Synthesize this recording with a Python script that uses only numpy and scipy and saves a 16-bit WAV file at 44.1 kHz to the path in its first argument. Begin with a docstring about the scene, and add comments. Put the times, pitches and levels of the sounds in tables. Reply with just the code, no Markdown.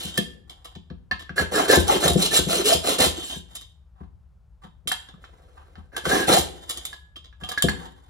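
"""Slide-hammer strokes in a steel tube

A steel rod is pumped like a slide hammer inside a motorcycle fork tube on a towel-covered garage bench.
Friction slips drive resonances of steel, tube wall and enclosed air; stick-slip hoots; the steel shimmers on.
Knocks, catches and clinks of metal ring struck modes and resonances, and padded bumps ring the bench.
Two closely spaced microphone ports hear this with room echoes, over a low rumble with a trace of hiss."""
import sys
import numpy as np
from scipy import signal
from scipy.fft import rfft, irfft, next_fast_len
from scipy.io import wavfile

SR = 44100
rng = np.random.default_rng(int(sys.argv[2]) if len(sys.argv) > 2 else 0)


def digitize_waveform(pressure):
    """Quantize a signal to 16-bit integers and store it at the path in sys.argv[1].

    Rows of a 2-D input are taken as channels; values are limited to [-1, 1].
    """
    field = np.atleast_2d(pressure).T
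    bounded = np.clip(field, -1, 1)
    quanta = np.round(bounded * 32767).astype(np.int16)
    wavfile.write(sys.argv[1], SR, quanta)


N = 356769
TIME = np.arange(N) / SR

# Pumps, a slow pull and a quick push: (pull start [s], push start [s], push end [s], end thump level [dB],
# then for the push: rasp [dB], hollow [dB], tube ring [dB])
PUMPS = [(1.511, 1.675, 1.782, -26, -15.5, -16, -19.5), (1.863, 1.994, 2.109, -30, -19.5, -21.5, -27.5),
         (2.168, 2.301, 2.398, -30.5, -15.5, -26, -31), (2.47, 2.637, 2.758, -36, -15, -22.5, -29.5),
         (2.832, 2.977, 3.072, -35.5, -13.5, -21, -28), (6.038, 6.265, 6.396, -35.5, -15.5, -17, -27.5)]
# Single slides of the rod, and one long faint slide of the weight along it:
# (start [s], length [s], rasp [dB], hollow [dB], tube ring [dB])
SLIDES = [(-.12, 0.24, -32, -48, -61.5), (1.356, 0.093, -28.5, -27.5, -28), (3.17, 0.25, -36.5, -60.5, -54),
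          (5.043, 0.94, -69.5, -61, -72), (5.917, 0.1, -60, -43.5, -41)]
# Growth with mean stroke speed: (rasp exponent [1], hollow exponent [1], tube ring exponent [1])
SPEED_POWERS = (2.1, 1.2, 9.1)
PULL_PEAK_SHARE, PUSH_PEAK_SHARE = 0.4, 0.44   # fraction of the stroke's time at which the rod is fastest
PULL_SWELL = 0.77   # a pull is steadier: its friction follows speed to this power
REST_S, BREAKAWAY_DB = 1, -25   # tube ring level of a pull after this long without a pump
# Pitch of the air column with the rod drawn out, pushed home and in between
DRAWN_HZ, HOME_HZ, HALFWAY_HZ = 337, 790, 490
# Just before each push ends the rod bites and clacks on the bore, then drives the tube against the bench
STOP_CATCH_LEAD_S, STOP_CATCH_DB, STOP_CATCH_T60_S = 0.032, -11.5, 0.2
STOP_CLACK_DB, STOP_CLACK_T60_S = -41, 0.04
STOP_THUMP_LEAD_S, STOP_DEEP_DB, STOP_UPPER_DB = 0.011, -4, 5.5

# Resonances of the steel under the rasp: (frequency [Hz], width [Hz], level [dB])
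STEEL = [(2226, 140, -10), (2875, 320, -1.5), (3400, 800, -1), (4045, 340, -0.5), (3820, 950, -7),
         (5310, 570, -6.5), (5975, 320, -7.5), (7296, 210, 4), (8900, 250, -0.5), (9990, 750, -7),
         (11490, 380, -8.5), (12400, 88, -4.5), (13900, 150, -6.5), (15280, 370, -15.5)]
# Narrow resonances picked out by the scraping contact: (frequency [Hz], width [Hz], level [dB])
CONTACT = [(3145, 90, -1), (4440, 170, -10.5), (5020, 82, -7), (6117, 100, -5), (7320, 39, 4)]
# Resonances of the air in the tube: (frequency [Hz], width [Hz], level [dB])
HOLLOW = [(273, 260, -1.5), (369, 48, 4), (476, 9.7, -3), (664, 72, 2), (730, 44, 1.5), (863, 38, -3),
          (1021, 96, 1.5), (1285, 250, -5.5), (1940, 210, -11.5)]
# Lower and upper resonance of the tube wall: (frequency [Hz], width [Hz], level [dB])
WALL = [(1605, 17, -3.5), (1755, 26, -6.5)]
# Stick-slip tones: (start [s], length [s], first pitch [Hz], last pitch [Hz], level [dB])
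HOOTS = [(1.684, 0.036, 310, 593, -13), (1.882, 0.032, 816, 854, -10.5), (1.934, 0.049, 421, 353, -15.5),
         (2.068, 0.071, 687, 715, -22), (2.485, 0.015, 477, 730, -30.5), (2.585, 0.053, 407, 333, -21),
         (2.638, 0.053, 392, 476, -19), (2.71, 0.04, 580, 760, -18), (2.985, 0.029, 397, 680, -20.5),
         (3.016, 0.02, 480, 480, -20), (3.167, 0.038, 372, 312, -33.5), (6.104, 0.096, 376, 406, -20),
         (6.36, 0.025, 678, 782, -13.5)]

# Metal meets metal: (time [s], level [dB], ring pitch [Hz], ring t60 [s], clack re ring [dB],
# spray of slips re ring [dB])
KNOCKS = [(0.176, -34.5, 1760, 0.098, -16, 22.5), (0.754, -61, 1770, .05, 2, -14),
          (0.901, -55, 1704, 0.04, -1.5, -15), (1.1122, -26.5, 1764, 0.053, -9, 4),
          (1.294, -39, 1605, 0.039, -14, -31), (1.3806, -25, 1678, 0.1, -22, -3),
          (4.9161, -28.5, 1706, 0.027, -7.5, 14.5), (5.086, -56.5, 1634, 0.028, -8, 18),
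          (5.141, -56.5, 1230, 0.015, -19, -31), (5.241, -45, 1405, 0.0072, -15, 9),
          (5.755, -57.5, 1490, 0.016, -1, -14), (5.965, -36.5, 1640, 0.061, -4, 17.5),
          (6.054, -30.5, 1500, 0.043, -1, -5), (6.929, -46, 1688, 0.25, -11, 19),
          (7.327, -58.5, 1680, .04, -7, 2), (7.411, -57.5, 1656, 0.081, -11, -11),
          (7.438, -56, 1640, 0.044, -16, 32), (7.49, -53, 1690, 0.04, -6, -3),
          (7.514, -42, 1686, 0.094, -9, 19), (7.576, -29, 1683, 0.13, -35, 10),
          (7.622, -36.5, 1644, 0.048, -5.5, 27), (7.6854, -24.5, 1690, 0.03, -13.5, 10.5)]
# Resonances of a knock's clack: (frequency [Hz], width [Hz], level [dB])
CLACK = [(734, 53, 5.5), (1007, 230, 7), (1303, 15, 1.5), (1610, 320, -3), (1670, 82, -3), (2726, 700, -6)]
UPPER_MODE_DB, SPRAY_T60_S = -12, 0.051   # upper modes re ring in the hardest knock; decay of a knock's slips
# Short catches of the rod in the bore: (time [s], level [dB], t60 [s])
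TICKS = [(0.173, -10.5, 0.03), (0.495, -25, 0.073), (0.6446, -22.5, 0.07), (0.7507, -34.5, 0.066),
         (1.1924, -28, 0.14), (1.877, -14.5, 0.06), (2.372, -11, 0.05), (3.5504, -11.5, 0.035),
         (3.6108, -19, 0.023), (4.631, -38, 0.047), (4.8725, -15, 0.096), (5.9635, -18.5, 0.096),
         (6.052, -7.5, 0.021), (6.6916, -14, 0.097), (6.772, -14.5, 0.04), (6.8505, -12.5, 0.038),
         (7.1595, -29.5, 0.047), (7.241, -34.5, 0.087), (7.488, -20, 0.11), (7.853, -35.5, 0.058)]
# Resonances of the rod, sounded by catches and firm rubbing: (frequency [Hz], width [Hz], level [dB])
ROD = [(3090, 130, -3.5), (3698, 32, 4), (4370, 39, -13.5), (5050, 17, -13), (6110, 45, -14),
       (7380, 110, -11.5)]
# Rod buzz after a catch of 0 dB, dB lost per dB of lighter catch, and decay time
RING_DB, RING_FOLLOWS, RING_T60_S = -33, 0.64, 0.15
# Clinks of metal, in hard knocks and in rattling: (time [s], level [dB], pitch most strongly struck [Hz])
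CLINKS = [(0.179, -29.5, 3530), (4.874, -31, 3290), (4.917, -31, 3730), (7.159, -46.5, 3210),
          (7.436, -37.5, 3000), (7.439, -40, 990), (7.488, -35, 4900), (7.491, -41, 750),
          (7.514, -38.5, 1300), (7.537, -44, 4900), (7.576, -40.5, 4900), (7.625, -31.5, 3580)]
# Modes rung by the clinks: (frequency [Hz], level [dB], t60 [s])
CLINK_MODES = [(740, 6, 0.14), (1204, 3.5, 0.18), (2833, 2, 0.058), (3206, 9.5, 0.05), (3790, -27, 0.049),
               (4880, -6.5, .07)]
# Rubs as gloved hand and rod shift: (start [s], length [s], pressure [dB], dull scuffing re pressure [dB])
RUBS = [(-.03, 0.17, -34, -13.5), (0.469, 0.28, -58, -2), (3.15, 0.089, -37, -18.5),
        (3.29, 0.028, -32.5, -14.5), (3.481, 0.065, -44.5, -12.5), (3.949, 0.077, -67.5, 11),
        (4.615, 0.0081, -53, 5.5), (5.08, 0.017, -56.5, 2), (5.209, 0.013, -49.5, -11),
        (5.565, 0.017, -56.5, 10), (5.744, 0.028, -59.5, 9.5), (6.523, 0.4, -44, -11),
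        (7.398, 0.44, -46.5, 0), (7.812, 0.56, -56, -2.5)]
RUB_ATTACK_S, RUB_RELEASE_S = 0.013, 0.062

# Bumps of the tube on the bench through the towel: (time [s], level [dB], deep boom re level [dB])
THUMPS = [(0.049, -39, -9.5), (0.179, -25.5, -34.5), (0.759, -42.5, -10), (0.905, -38.5, -11.5),
          (1.113, -40.5, -8.5), (1.299, -39.5, -12.5), (1.404, -35, -3), (2.051, -27.5, -15),
          (2.155, -19.5, -28.5), (2.466, -29, -17.5), (3.361, -40, -10.5), (4.005, -42, -4.5),
          (4.641, -46.5, -17), (4.854, -45, -18), (5.136, -50.5, -17), (5.773, -47, -1.5),
          (6.067, -31.5, -14), (6.301, -29.5, -29.5), (7.419, -42, -6.5), (7.640, -20.5, -12.5),
          (7.683, -29.5, -6)]
# Modes of the bench under the tube: (frequency [Hz], level [dB], t60 [s])
BENCH = [(60.55, -4, 0.45), (79.64, 2.5, 0.27), (100.7, -15.5, 0.2), (129.2, -11, 0.089),
         (169.1, 1.5, 0.14), (202.2, -7.5, 0.16), (246.4, -4.5, 0.067), (283, -5, 0.08), (348, 1.5, 0.048),
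         (394.2, -1, 0.072), (500.4, -5, 0.077), (687, -11.5, 0.13)]
HARD_THUMP_UPPER_DB, UPPER_FALL = -0.5, 0.45   # upper modes in the hardest bump; dB lost per dB of gentler bump

# Further phase by which the left port trails the right: (frequency [Hz], phase [rad])
PORT_PHASE = [(200, .1), (600, .25), (1000, 2.1), (1200, 4.4), (2000, 4.7), (4000, 6.0), (5000, 6.28)]
PORT_LAG_S = .000185   # the left port hears the direct sound this much later than the right
# Room decay: (frequency [Hz], t60 [s], reverberation re direct sound [dB])
GARAGE = [(58.15, 0.81, -7), (169, 0.55, -4.5), (395, 0.69, -3.5), (785, .36, -6), (1572, 0.47, -2),
          (3860, 0.39, -1), (6800, 0.1, -5.5), (9200, 0.28, -8.5), (16000, 0.13, -12)]
# Relative spectrum of the background: (frequency [Hz], density [dB per Hz])
BACKGROUND = [(15, -64), (25, -29), (37, -19.5), (60, -7), (73, -8), (81, -17.5), (139, -25), (158, -23),
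              (257, -49), (691, -45.5), (1350, -51), (1960, -60), (10900, -71), (15000, -76.5)]
BACKGROUND_DB = -52.5
CUTOFF_HZ = 15900


def from_db(db):
    """Logarithmic level: 20 dB is a factor of ten in amplitude."""
    return 10 ** (np.asarray(db) / 20)


def rms_one(x):
    """Normalization: scale to unit mean power."""
    return x / np.sqrt(np.mean(x ** 2) + 1e-20)


def at_hz(table, hz, axis=1):
    """Interpolation: read a table column on a log-frequency axis."""
    table = np.array(table)
    return np.interp(np.log(np.maximum(hz, 1)), np.log(table[:, 0]), table[:, axis])


def add(track, s, sound):
    """Superposition: mix a sound into a track from time s on."""
    start = max(round(s * SR), 0)
    track[start:start + len(sound)] += sound[:N - start]


def low_pass(x, order, hz):
    """Low-pass filtering: attenuate what lies above a corner frequency."""
    return signal.sosfilt(signal.butter(order, hz, fs=SR, output="sos"), x)


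def drift(hz):
    """Random fluctuation: low-passed noise of unit power."""
    return rms_one(low_pass(rng.standard_normal(N), 2, hz))


def chatter(hz, depth_db):
    """Amplitude modulation: contact pressure varies at random, as a gain of unit power."""
    return rms_one(from_db(depth_db * drift(hz)))


def slips(per_s, spread_db):
    """Dry friction: tiny catches of uneven size at random moments, of unit power."""
    sizes = from_db(spread_db * np.minimum(rng.exponential(1, N), 4))
    return rms_one(sizes * rng.choice([-1, 1], N) * (rng.random(N) < per_s / SR))


def mode(t, hz, t60):
    """Free damped vibration: a sine that falls by 60 dB in t60."""
    return np.sin(2 * np.pi * hz * t) * from_db(-60 * t / t60)


def resonate(drive, resonances):
    """Forced resonance: parallel resonators of alternating sign; white noise keeps its power."""
    out, power = 0, 0
    for k, (hz, width, db) in enumerate(resonances):
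        radius = np.exp(-np.pi * width / SR)
        top = (1 - radius * radius) / 2
        poles = [1, -2 * radius * np.cos(2 * np.pi * hz / SR), radius * radius]
        response = signal.lfilter([top, 0, -top], poles, drive + 1e-18)
        out = out + (-1) ** k * from_db(db) * response
        power += top * from_db(db) ** 2
    return out / np.sqrt(power)


def glide(drive, hz, width_hz):
    """Time-varying resonance: its pitch moves while white noise keeps its power."""
    turn = np.exp(2j * np.pi * np.cumsum(hz) / SR)
    radius = np.exp(-np.pi * width_hz / SR)
    response = turn * signal.lfilter([1], [1, -radius], drive / turn + 1e-18)
    return np.sqrt(2 * (1 - radius * radius)) * np.real(response)


def strokes():
    """Sliding friction: force swells with sliding speed and drives the steel, the hollow and the tube wall."""
    force = np.zeros((3, N))
    for start, rise, fall, levels_db, arrival in movements():
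        phase = np.interp(TIME, np.cumsum([start, rise, fall]), [0, np.pi / 2, np.pi])
        speed = np.abs(np.sin(phase))
        pulling = arrival == DRAWN_HZ
        force += from_db(levels_db)[:, None] * speed ** (PULL_SWELL if pulling else 1)
    rasp, hollow, wall = force
    # the contact point wanders, so the resonances swell in separate groups
    steel, body = 0, 0
    for k in range(2):
        steel_drive = rasp * chatter(hz=33.8, depth_db=3.0) * slips(per_s=3000, spread_db=3.0)
        steel = steel + resonate(steel_drive, STEEL[k::2])
        body_drive = hollow * chatter(hz=29.4, depth_db=4.0) * slips(per_s=600, spread_db=3.0)
        body = body + resonate(body_drive, HOLLOW[k::2])
    column = air_column(hollow * slips(per_s=2300, spread_db=0.5))
    return (from_db(-7.0) * steel + from_db(-17) * grating(rasp) + from_db(-4.0) * body
            + from_db(-7.5) * column + tube_wall(wall))


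def movements():
    """Kinematics: slides and strokes in order, as (start, speeding up, slowing down, levels, final pitch)."""
    moves = [(s, length / 2, length / 2, np.array(levels_db), HALFWAY_HZ) for s, length, *levels_db in SLIDES]
    last_end = -np.inf
    for pull, push, end, _, *levels_db in PUMPS:
        pull_s, push_s = push - pull, end - push
        # a pull covers the same way as its push, but slower
        pull_db = levels_db + np.array(SPEED_POWERS) * 20 * np.log10(push_s / pull_s)
        if pull - last_end > REST_S:
            pull_db[-1] = BREAKAWAY_DB
        moves += [(pull, pull_s * PULL_PEAK_SHARE, pull_s * (1 - PULL_PEAK_SHARE), pull_db, DRAWN_HZ),
                  (push, push_s * PUSH_PEAK_SHARE, push_s * (1 - PUSH_PEAK_SHARE), np.array(levels_db), HOME_HZ)]
        last_end = end
    return sorted(moves, key=lambda move: move[0])


def grating(force, wander=0.0098):
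    """Coarse friction: slips excite narrow resonances that flare and shift as the contact moves."""
    drive = force * slips(per_s=680, spread_db=-1.5)
    out = 0
    for hz, width, db in CONTACT:
        flare = chatter(hz=22, depth_db=8.0)
        moving_hz = hz * (1 + wander * drift(hz=9))
        out = out + from_db(db) * flare * glide(drive, moving_hz, width)
    return out


def air_column(drive):
    """Closed-pipe resonance: pushing shortens the column and raises it, pulling lowers it; third multiple added."""
    log_hz, pitch = np.log(HALFWAY_HZ), HALFWAY_HZ
    for start, rise, fall, _, arrival in movements():
        travelled = (1 - np.cos(np.interp(TIME, [start, start + rise + fall], [0, np.pi]))) / 2
        log_hz = log_hz + travelled * np.log(arrival / pitch)
        pitch = arrival
    hz = np.exp(log_hz)
    return glide(drive, hz, width_hz=74) + from_db(-20.5) * glide(drive, 3 * hz, width_hz=250)


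def tube_wall(drive, other_mode_db=-6, wander=0.024):
    """Selective excitation: pushing favours the upper wall resonance, otherwise the lower; each flickers alone."""
    pushing = sum((TIME > push) & (TIME < end) for _, push, end, *_ in PUMPS)
    out = 0
    for (hz, width, db), idle in zip(WALL, (pushing, 1 - pushing)):
        wall_drive = drive * chatter(hz=37.47, depth_db=6.0) * slips(per_s=2200, spread_db=2.5)
        moving_hz = hz * (1 + wander * drift(hz=16))
        out = out + from_db(db + other_mode_db * idle) * glide(wall_drive, moving_hz, width)
    return out


def hoots(waver=0.013):
    """Stick-slip oscillation: short, rough, gliding tones that swell and fade."""
    out = np.zeros(N)
    unsteady = chatter(hz=150, depth_db=16.0) ** waver
    unsteady /= unsteady.mean()
    for s, length, first_hz, last_hz, db in HOOTS:
        progress = np.linspace(0, 1, int(length * SR))
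        hz = (first_hz + (last_hz - first_hz) * progress) * unsteady[int(s * SR):][:len(progress)]
        tone = np.sin(2 * np.pi * np.cumsum(hz) / SR)
        add(out, s, from_db(db) * np.sin(np.pi * progress) ** 2 * tone)
    return out * chatter(hz=120, depth_db=4.5)


def knocks(upper_t60=0.044, clack_t60=0.035, choke_db=5, contact_hz=4500):
    """Impact of metal on metal: a pair of wall modes, more upper modes when hard; clack chokes the ring."""
    ring, force, t = np.zeros(N), np.zeros(N), TIME[:SR // 3]
    upper = mode(t, 4377, upper_t60) + from_db(-12) * mode(t, 5060, upper_t60)
    hardest_db = max(row[1] for row in KNOCKS)
    for s, db, hz, ring_t60, clack_db, _ in KNOCKS:
        pair = mode(t, hz, ring_t60) + from_db(-16.5) * mode(t, hz * 1.2, clack_t60)
        freedom = 1 / np.hypot(1, from_db(clack_db + choke_db))
        add(ring, s, freedom * from_db(db) * (pair + from_db(UPPER_MODE_DB + db - hardest_db) * upper))
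        add(force, s, from_db(db + clack_db - 60 * t / clack_t60))
    for _, _, end, *_ in PUMPS:
        add(force, end - STOP_CATCH_LEAD_S, from_db(STOP_CLACK_DB - 60 * t / STOP_CLACK_T60_S))
    drive = low_pass(force * slips(per_s=4000, spread_db=3.0), 2, contact_hz)
    return from_db(12.5) * ring + from_db(15.5) * resonate(drive, CLACK)


def catches():
    """Momentary seizure: the rod catches alone, in knocks and at push ends, as (time, level, t60)."""
    in_knocks = [(s, db + spray_db, SPRAY_T60_S) for s, db, *_, spray_db in KNOCKS]
    at_stops = [(end - STOP_CATCH_LEAD_S, STOP_CATCH_DB, STOP_CATCH_T60_S) for _, _, end, *_ in PUMPS]
    return TICKS + in_knocks + at_stops


def ticks(rise_s=0.0018, light_touch_hz=6000, firm_low_hz=3000, firm_db=-10):
    """Transient friction: sprays of slips leave the rod buzzing; light touches are dull, firm ones bright."""
    force, firm, ring, t = np.zeros(N), np.zeros(N), np.zeros(N), TIME[:SR // 3]
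    onset = 1 - np.exp(-t / rise_s)
    for s, db, t60 in catches():
        burst = from_db(db - 60 * t / max(t60, .01)) * onset
        add(force, s, burst)
        add(firm, s, burst * min(from_db((db - firm_db) / 2), 1))
        add(ring, s, from_db(RING_DB + RING_FOLLOWS * db - 60 * t / RING_T60_S) * onset)
    grains = slips(per_s=6700, spread_db=-0.5) * chatter(hz=111.5, depth_db=5.0)
    bright = signal.sosfilt(signal.butter(1, firm_low_hz, "high", fs=SR, output="sos"), firm * grains)
    drive = bright + low_pass((force - firm) * grains, 2, light_touch_hz)
    return from_db(-3.5) * resonate(drive, STEEL) + resonate(ring * grains, ROD) + from_db(-8.5) * resonate(drive, HOLLOW)


def clinks(fall_db_per_octave=13):
    """Modal excitation: each clink favours the modes nearest to one pitch."""
    out, t = np.zeros(N), TIME[:SR // 3]
    for s, db, struck_hz in CLINKS:
        for hz, mode_db, t60 in CLINK_MODES:
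            distance_octaves = abs(np.log2(hz / struck_hz))
            add(out, s, from_db(db + mode_db - fall_db_per_octave * distance_octaves) * mode(t, hz, t60))
    return out


def shifting(grip_db=-36, glove_hz=1400):
    """Pressure-dependent friction: light rubs sound faintly and scuff dully; firm ones make the rod sing."""
    pressure, scuffing = np.zeros((2, N))
    for s, length, db, dull_db in RUBS:
        corners = [s, s + min(RUB_ATTACK_S, length), s + length, s + length + RUB_RELEASE_S]
        spell = from_db(db) * np.interp(TIME, corners, [0, 1, 1, 0])
        pressure += spell
        scuffing += spell * from_db(dull_db)
    grains = slips(per_s=3300, spread_db=2.0) * chatter(hz=28.7, depth_db=4.0)
    drive = pressure * grains
    squeak = resonate(drive * np.minimum(pressure / from_db(grip_db), 1), ROD)
    scuff = resonate(low_pass(scuffing * grains, 2, glove_hz), CLACK)
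    return (from_db(-13.0) * resonate(drive, STEEL) + from_db(-9.5) * resonate(drive, HOLLOW)
            + scuff + from_db(-4.5) * squeak)


def afterring(x, low_hz=2800, high_hz=11000, t60=0.34, early_t60=0.027, early_db=6, ring_db=-6.0):
    """High modal density: a decaying noise response lets the steel shimmer after every contact."""
    t = TIME[:SR // 2]
    fade = from_db(-60 * t / t60) + from_db(early_db - 60 * t / early_t60)
    tail = rng.standard_normal(len(t)) * fade / np.sqrt(np.sum(fade ** 2))
    tail = signal.sosfilt(signal.butter(2, [low_hz, high_hz], "band", fs=SR, output="sos"), tail)
    return x + from_db(ring_db) * signal.fftconvolve(x, tail)[:N]


def bumps(hardest_db):
    """Impact strength: loose bumps and push ends, as (time, level, deep boom level, upper mode level)."""
    loose = [(s, db, deep_db, HARD_THUMP_UPPER_DB - UPPER_FALL * (hardest_db - db)) for s, db, deep_db in THUMPS]
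    at_stops = [(end - STOP_THUMP_LEAD_S, db, STOP_DEEP_DB, STOP_UPPER_DB) for _, _, end, db, *_ in PUMPS]
    return loose + at_stops


def thumps(contact_hz=900, press_s=0.00051):
    """Padded impact: gentle blows sink slowly into the towel; hard loose ones rouse more upper bench modes."""
    out, t = np.zeros(N), TIME[:SR // 2]
    luck = rng.standard_normal((len(THUMPS) + len(PUMPS), len(BENCH)))
    hardest_db = max(row[1] for row in THUMPS)
    for (s, db, deep_db, upper_db), chances in zip(bumps(hardest_db), luck):
        colour = [(80, deep_db), (135, 0), (230, 0), (320, upper_db)]   # (frequency [Hz], level [dB])
        onset = 1 - np.exp(-t / (press_s * from_db((hardest_db - db) / 2)))
        for k, (hz, mode_db, t60) in enumerate(BENCH):
            level_db = db + mode_db + at_hz(colour, hz) + 2 * chances[k]
            add(out, s, onset * (-1) ** k * from_db(level_db) * mode(t, hz, t60))
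    return from_db(8.5) * low_pass(out, 2, contact_hz)


def ports(x):
    """Propagation delay: the direct sound reaches the left port a little later than the right."""
    size = next_fast_len(N + SR)
    hz = np.fft.rfftfreq(size, 1 / SR)
    phase_lag = 2 * np.pi * hz * PORT_LAG_S + at_hz(PORT_PHASE, hz)
    left = irfft(rfft(x, size) * np.exp(-1j * phase_lag), size)[:N]
    return np.array([left, x])


def garage(x, early_t60=0.1, early_db=7, gap_s=0.0016):
    """Reverberation: clutter on the bench scatters early echoes, then the tail dies band by band."""
    t, edges = TIME[:int(.8 * SR)], np.geomspace(40, 18000, 15)
    white, echoes = rng.standard_normal((2, 2, len(t))), 0
    for k, (low, high) in enumerate(zip(edges, edges[1:])):
        hz = np.sqrt(low * high)
        late, early = from_db(-60 * t / at_hz(GARAGE, hz)), from_db(early_db - 60 * t / early_t60)
        fade = (late + early) * (t > gap_s)
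        burst = white[k % 2] * fade / np.sqrt(np.sum(fade ** 2))
        band = signal.sosfilt(signal.butter(2, [low, high], "band", fs=SR, output="sos"), burst)
        echoes = echoes + from_db(at_hz(GARAGE, hz, axis=2)) * band
    return signal.fftconvolve(x[None], echoes, axes=1)[:, :N]


def background():
    """Stationary noise: a steady low rumble, largely alike at both ports, with a trace of hiss."""
    hz = np.fft.rfftfreq(N, 1 / SR)
    spectra = rfft(rng.standard_normal((2, N))) * from_db(at_hz(BACKGROUND, hz))
    mid, side = rms_one(irfft(spectra, N))
    stereo = mid + from_db(-11.5) * side * np.array([[1], [-1]])
    return from_db(BACKGROUND_DB) * stereo * from_db([[1.5], [-1.5]])


def scene():
    """Superposition: the tube lies near the middle, the bench booms from the left, over the background."""
    metal = afterring(strokes() + hoots() + shifting() + ticks() + knocks() + clinks())
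    bench = thumps()
    tube_sound = from_db(1.5) * (ports(metal) + garage(metal)) * from_db([[-.2], [.2]])
    bench_sound = (ports(bench) + garage(bench)) * from_db([[2.5], [-3.5]])
    return tube_sound + bench_sound + background()


def record(dry, top=0.94):
    """Saturation and band limiting: the highest peaks are rounded and the top of the spectrum cut steeply."""
    rounded = top * np.tanh(dry / top)
    return signal.sosfilt(signal.ellip(10, .1, 80, CUTOFF_HZ, fs=SR, output="sos"), rounded)


dry = scene()
out = record(dry)
digitize_waveform(out)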